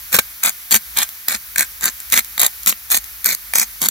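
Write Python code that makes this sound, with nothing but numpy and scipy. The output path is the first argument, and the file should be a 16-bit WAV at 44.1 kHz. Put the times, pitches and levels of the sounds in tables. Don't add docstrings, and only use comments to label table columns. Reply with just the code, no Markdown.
import sys
import numpy as np
from scipy import signal
from scipy.fft import rfft, irfft
from scipy.io import wavfile
from scipy.ndimage import uniform_filter1d

SR = 44100
rng = np.random.default_rng(int(sys.argv[2]) if len(sys.argv) > 2 else 0)


def master_out(mix):
    frames = np.transpose(np.atleast_2d(mix))
    ceiling = np.clip(frames, -1, 1)
    pcm = np.round(ceiling * 32767).astype(np.int16)
    wavfile.write(sys.argv[1], SR, pcm)


N = 171990

# frequency in Hz, level in dB per Hz.
HISS = [(200, -10), (500, -17), (1400, -2.5), (2400, -0.5), (3300, -4.5), (5400, -4), (8000, -1),
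        (13600, 5.5), (15700, 1)]
# frequency in Hz, level in dB per Hz.
RUMBLE = [(28, -32.5), (52, 8), (70, -3), (250, -28.5)]
# start in seconds, end in seconds, crunch level in dB and
# low rasp level in dB (both before trim), resonance of the cupped hands in Hz.
TWISTS = [(0.123, 0.175, -17.5, -23.5, 560), (0.432, 0.489, -19.5, -23.5, 704),
          (0.713, 0.764, -13.5, -22.5, 222), (0.964, 1.032, -19.5, -24, 940),
          (1.281, 1.356, -21, -28, 1500), (1.575, 1.633, -20.5, -26.5, 1620),
          (1.822, 1.887, -21, -26, 1530), (2.122, 2.193, -16.5, -24, 1760), (2.395, 2.466, -18, -22, 644),
          (2.672, 2.706, -13.5, -24, 1400), (2.908, 2.973, -15.5, -27.5, 2300),
          (3.253, 3.333, -19, -28, 2400), (3.551, 3.629, -16, -27.5, 2180),
          (3.813, 3.867, -18.5, -24.5, 227)]
# start in seconds, snap level in dB, knock level in dB.
CRACKS = [(0.1285, -10, -24), (0.1425, -5, -11), (0.1519, -8, -17), (0.1649, -8, -21), (0.1875, -3, -7),
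          (0.195, -10, -21), (0.4361, -7, -28), (0.4592, -7, -23), (0.4935, -11, -29), (0.709, -10, -26),
          (0.7145, -8, -26), (0.742, -3, -13), (0.7515, -5, -20), (0.7612, -7, -24), (0.9724, -9, -28),
          (0.9872, -6, -26), (1.0313, -8, -29), (1.0901, -20, -38), (1.2834, -5, -22), (1.5593, -16, -23),
          (1.5814, -5, -23), (1.5934, -6, -22), (1.607, -7, -18), (1.8096, -19, -34), (1.8403, -7, -24),
          (1.856, -7, -25), (2.002, -22, -40), (2.1004, -18, -37), (2.1222, -5, -18), (2.1302, -8, -17),
          (2.1383, -7, -14), (2.1744, -4, -15), (2.1921, -8, -23), (2.2463, -19, -42), (2.3782, -15, -20),
          (2.3949, -6, -25), (2.401, -5, -25), (2.4157, -3, -18), (2.431, -6, -16), (2.4638, -4, -21),
          (2.6324, -19, -43), (2.6609, -10, -25), (2.67, -7, -17), (2.675, -5, -25), (2.6935, -6, -21),
          (2.7245, -20, -20), (2.9024, -15, -31), (2.9168, -6, -22), (2.9258, -6, -29), (2.9445, -7, -18),
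          (2.9724, -9, -25), (3.0418, -22, -41), (3.244, -10, -30), (3.2585, -4, -19), (3.3482, -9, -32),
          (3.536, -11, -23), (3.5553, -4, -20), (3.583, -3, -24), (3.597, -3, -25), (3.8165, -10, -24),
          (3.8858, -3, -21)]
# frequency in Hz, level in dB.
THUD = [(240, -11), (530, -3.5), (860, -2)]
# frequency in Hz, level in dB per Hz.
CRUNCH = [(1800, -32), (2900, -22), (4000, -7), (5300, -13), (6500, -5), (7900, 3.5), (11500, -6),
          (13400, 3), (15700, -9)]
# frequency in Hz, level in dB per Hz.
SHELL = [(60, -36), (215, -3), (340, -15), (500, -11), (1000, -6), (1600, -2), (2400, 1.5), (2900, -8),
         (3700, -2.5), (5500, -26)]
# frequency in Hz, 60 dB decay time in seconds, level in dB.
MODES = [(1570, 0.087, -18.5), (6450, 0.05, -21.5), (7060, 0.048, -24)]
# frequency in Hz, level in dB.
SCATTER = [(400, -6), (5500, 3), (8600, -5), (11300, 2), (13200, -11)]
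# frequency in Hz, lead in radians.
PORT_PHASE = [(1500, .4), (2300, 1.5), (3600, 5.8), (5200, 7), (6200, 4.9), (6700, 5), (7500, 3.6),
              (10000, 2.5), (12600, 0)]
# frequency in Hz, left minus right in dB.
PORT_BALANCE = [(800, 4), (2300, -3), (3200, 1), (6500, 3), (7700, 0)]

HISS_DB, RUMBLE_DB = -33.5, -50.5
HISS_WAVER_DB, RUMBLE_WAVER_DB, WAVER_PER_S = 0.6, 2.2, 7
RUMBLE_OWN_SHARE = 0.79

TWIST_ATTACK_S, TWIST_RELEASE_S = 0.0016, 0.0045
TWIST_START_DB = -0.5
SCRAPE_S, SCRAPE_DB = 0.014, -11.5
CRUNCH_TRIM_DB, RASP_TRIM_DB = -0.3, -1
CLUMP_PER_S, CLUMP_DB = 220, 1.5
GRIT_PER_S, GRIT_SPREAD_DB, GRIT_CYCLES = 2200, 3.2, 1.3
CHIP_LOW_HZ, CHIP_HIGH_HZ = 3580, 14140

CRACK_S = 0.007
SNAP_RISE_S, SNAP_FALL_S, KNOCK_FALL_S = 0.00015, 0.0009, 0.0018
THUD_T60_S = 0.035
HOLLOW_REF_HZ, HOLLOW_DB, HOLLOW_Q = 500, 1.5, 2.2

SCATTER_T60_S, SCATTER_DB = 0.009, -5
BOWL_T60_S, BOWL_DB = 0.07, -17
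CLIP_LEVEL, TOP_HZ = 1.0, 15750


def undb(db):
    return 10 ** (np.asarray(db) / 20)


def unit(x):
    return x / np.sqrt(np.mean(x ** 2) + 1e-18)


def curve(points, size):
    hz, value = np.array(points, float).T
    bins_hz = np.fft.rfftfreq(size, 1 / SR) + 1
    return np.interp(np.log(bins_hz), np.log(hz), value)


def through(x, response):
    energy = np.sum(response ** 2)
    return signal.fftconvolve(x, response / np.sqrt(energy))[:N]


def colour(x, points, size=4096):
    cepstrum = irfft(np.log(undb(curve(points, size))))
    cepstrum[1:size // 2] *= 2
    cepstrum[size // 2 + 1:] = 0
    return through(x, irfft(np.exp(rfft(cepstrum))))


def fade(t60):
    t = np.arange(int(t60 * SR) + 2) / SR
    return t, 1000 ** (-t / t60)


def gate(t, length, rise, fall):
    attack = np.clip(t / rise, 0, 1)
    release = np.exp(-np.maximum(t - length, 0) / fall)
    return attack * release


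def add(out, start, sound):
    i = max(int(start * SR), 0)
    out[i:i + len(sound)] += sound[:max(N - i, 0)]


def walk(per_s):
    hold = max(int(SR / per_s), 1)
    steps = rng.standard_normal(N)[np.arange(N) // hold]
    return unit(uniform_filter1d(steps, hold))


def ports(x):
    half = undb(curve(PORT_BALANCE, N) / 2) * np.exp(0.5j * curve(PORT_PHASE, N))
    spectrum = rfft(x)
    return np.array([irfft(spectrum * half, N), irfft(spectrum / half, N)])


def hiss():
    ahead, left, right = (colour(rng.standard_normal(N), HISS) for _ in range(3))
    around = undb(SCATTER_DB) * np.array([colour(left, SCATTER), colour(right, SCATTER)])
    level = undb(HISS_DB + HISS_WAVER_DB * walk(WAVER_PER_S))
    return level * (ports(ahead) + around)


def rumble():
    common = rng.standard_normal(N)
    level = undb(RUMBLE_DB + RUMBLE_WAVER_DB * walk(WAVER_PER_S))
    sides = []
    for _ in range(2):
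        own = RUMBLE_OWN_SHARE * rng.standard_normal(N)
        sides.append(unit(colour(common + own, RUMBLE)))
    return level * np.array(sides)


def grains(size=96, count=16000):
    draws = rng.random((count, 4))[:int(GRIT_PER_S * N / SR)]
    when, pitch, strength, phase = draws.T[:, :, None]
    hz = CHIP_LOW_HZ + pitch * (CHIP_HIGH_HZ - CHIP_LOW_HZ)
    cycles = hz * np.arange(size) / SR
    gain = undb(-GRIT_SPREAD_DB * np.log(np.maximum(strength, np.exp(-4))))
    waves = gain * np.exp(-cycles / GRIT_CYCLES) * np.sin(2 * np.pi * (cycles + phase))
    where = (when * N).astype(int) + np.arange(size)
    chips = np.bincount(where.ravel(), waves.ravel(), N)[:N]
    pushes = np.bincount(where[:, 0], (gain * np.sign(phase - 0.5))[:, 0], N)
    return unit(chips), unit(pushes)


def grinding():
    t = np.arange(N) / SR
    chips, pushes = grains()
    crunch, rasp = np.zeros((2, N))
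    for start, end, crunch_db, rasp_db, _ in TWISTS:
        bite = gate(t - start, end - start, TWIST_ATTACK_S, TWIST_RELEASE_S)
        scrape = gate(t - start + SCRAPE_S, end - start + 2 * SCRAPE_S, SCRAPE_S, TWIST_RELEASE_S)
        progress = np.clip((t - start) / (end - start), 0, 1)
        swell = undb(TWIST_START_DB * (1 - progress))
        effort = swell * np.maximum(bite, undb(SCRAPE_DB) * scrape)
        crunch += effort * undb(crunch_db + CRUNCH_TRIM_DB)
        rasp += effort * undb(rasp_db + RASP_TRIM_DB)
    clumps = unit(undb(CLUMP_DB * walk(CLUMP_PER_S)))
    return np.array([crunch * chips, rasp * pushes]) * clumps


def cracking(size=4096):
    t = np.arange(size) / SR
    tones = sum(undb(db) * np.cos(2 * np.pi * hz * t) for hz, db in THUD)
    thud = tones * 1000 ** (-t / THUD_T60_S)
    snaps, knocks, thuds = np.zeros((3, N))
    for start, snap_db, knock_db in CRACKS:
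        tear, slip = rng.standard_normal((2, size))
        force = undb(knock_db)
        length = CRACK_S * np.sqrt(force)
        add(snaps, start, undb(snap_db) * tear * gate(t, length, SNAP_RISE_S, SNAP_FALL_S))
        add(knocks, start, force * slip * gate(t, length, SNAP_RISE_S, KNOCK_FALL_S))
        add(thuds, start, force ** 2 * thud)
    return snaps, knocks, thuds


def grips():
    shifts = [int(SR * (before[1] + after[0]) / 2) for before, after in zip(TWISTS, TWISTS[1:])]
    return list(zip([0] + shifts, shifts + [N]))


def hollow(x):
    resonance = np.zeros(N)
    for (first, last), (*_, hz) in zip(grips(), TWISTS):
        b, a = signal.iirpeak(hz, HOLLOW_Q, fs=SR)
        weight = np.sqrt(HOLLOW_REF_HZ / hz)
        resonance[first:last] = weight * signal.lfilter(b, a, x[first:last])
    return x + undb(HOLLOW_DB) * resonance


def mill():
    snaps, knocks, thuds = cracking()
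    crunch, rasp = grinding()
    bright, low = crunch + snaps, rasp + knocks
    out = colour(bright, CRUNCH) + hollow(colour(low, SHELL)) + thuds
    for hz, t60, db in MODES:
        t, decay = fade(t60)
        drive = low if hz < CHIP_LOW_HZ else bright
        out = out + undb(db) * through(drive, decay * np.cos(2 * np.pi * hz * t))
    return out


def reflections(x, t60, size=8192):
    decay = fade(t60)[1][:size]
    out = np.zeros((2, N))
    for first, last in grips():
        for side in out:
            echoes = decay * rng.standard_normal(len(decay))
            add(side, first / SR, through(x[first:last], echoes))
    return out


def scene():
    near = mill()
    scattered = colour(near, SCATTER)
    hands = undb(SCATTER_DB) * reflections(scattered, SCATTER_T60_S)
    bowl = undb(BOWL_DB) * reflections(scattered, BOWL_T60_S)
    return ports(near) + hands + bowl + hiss() + rumble()


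def record(dry):
    clipped = np.clip(dry, -CLIP_LEVEL, CLIP_LEVEL)
    low_pass = signal.ellip(10, 0.1, 70, TOP_HZ, fs=SR, output="sos")
    return signal.sosfilt(low_pass, clipped)


dry = scene()
out = record(dry)
master_out(out)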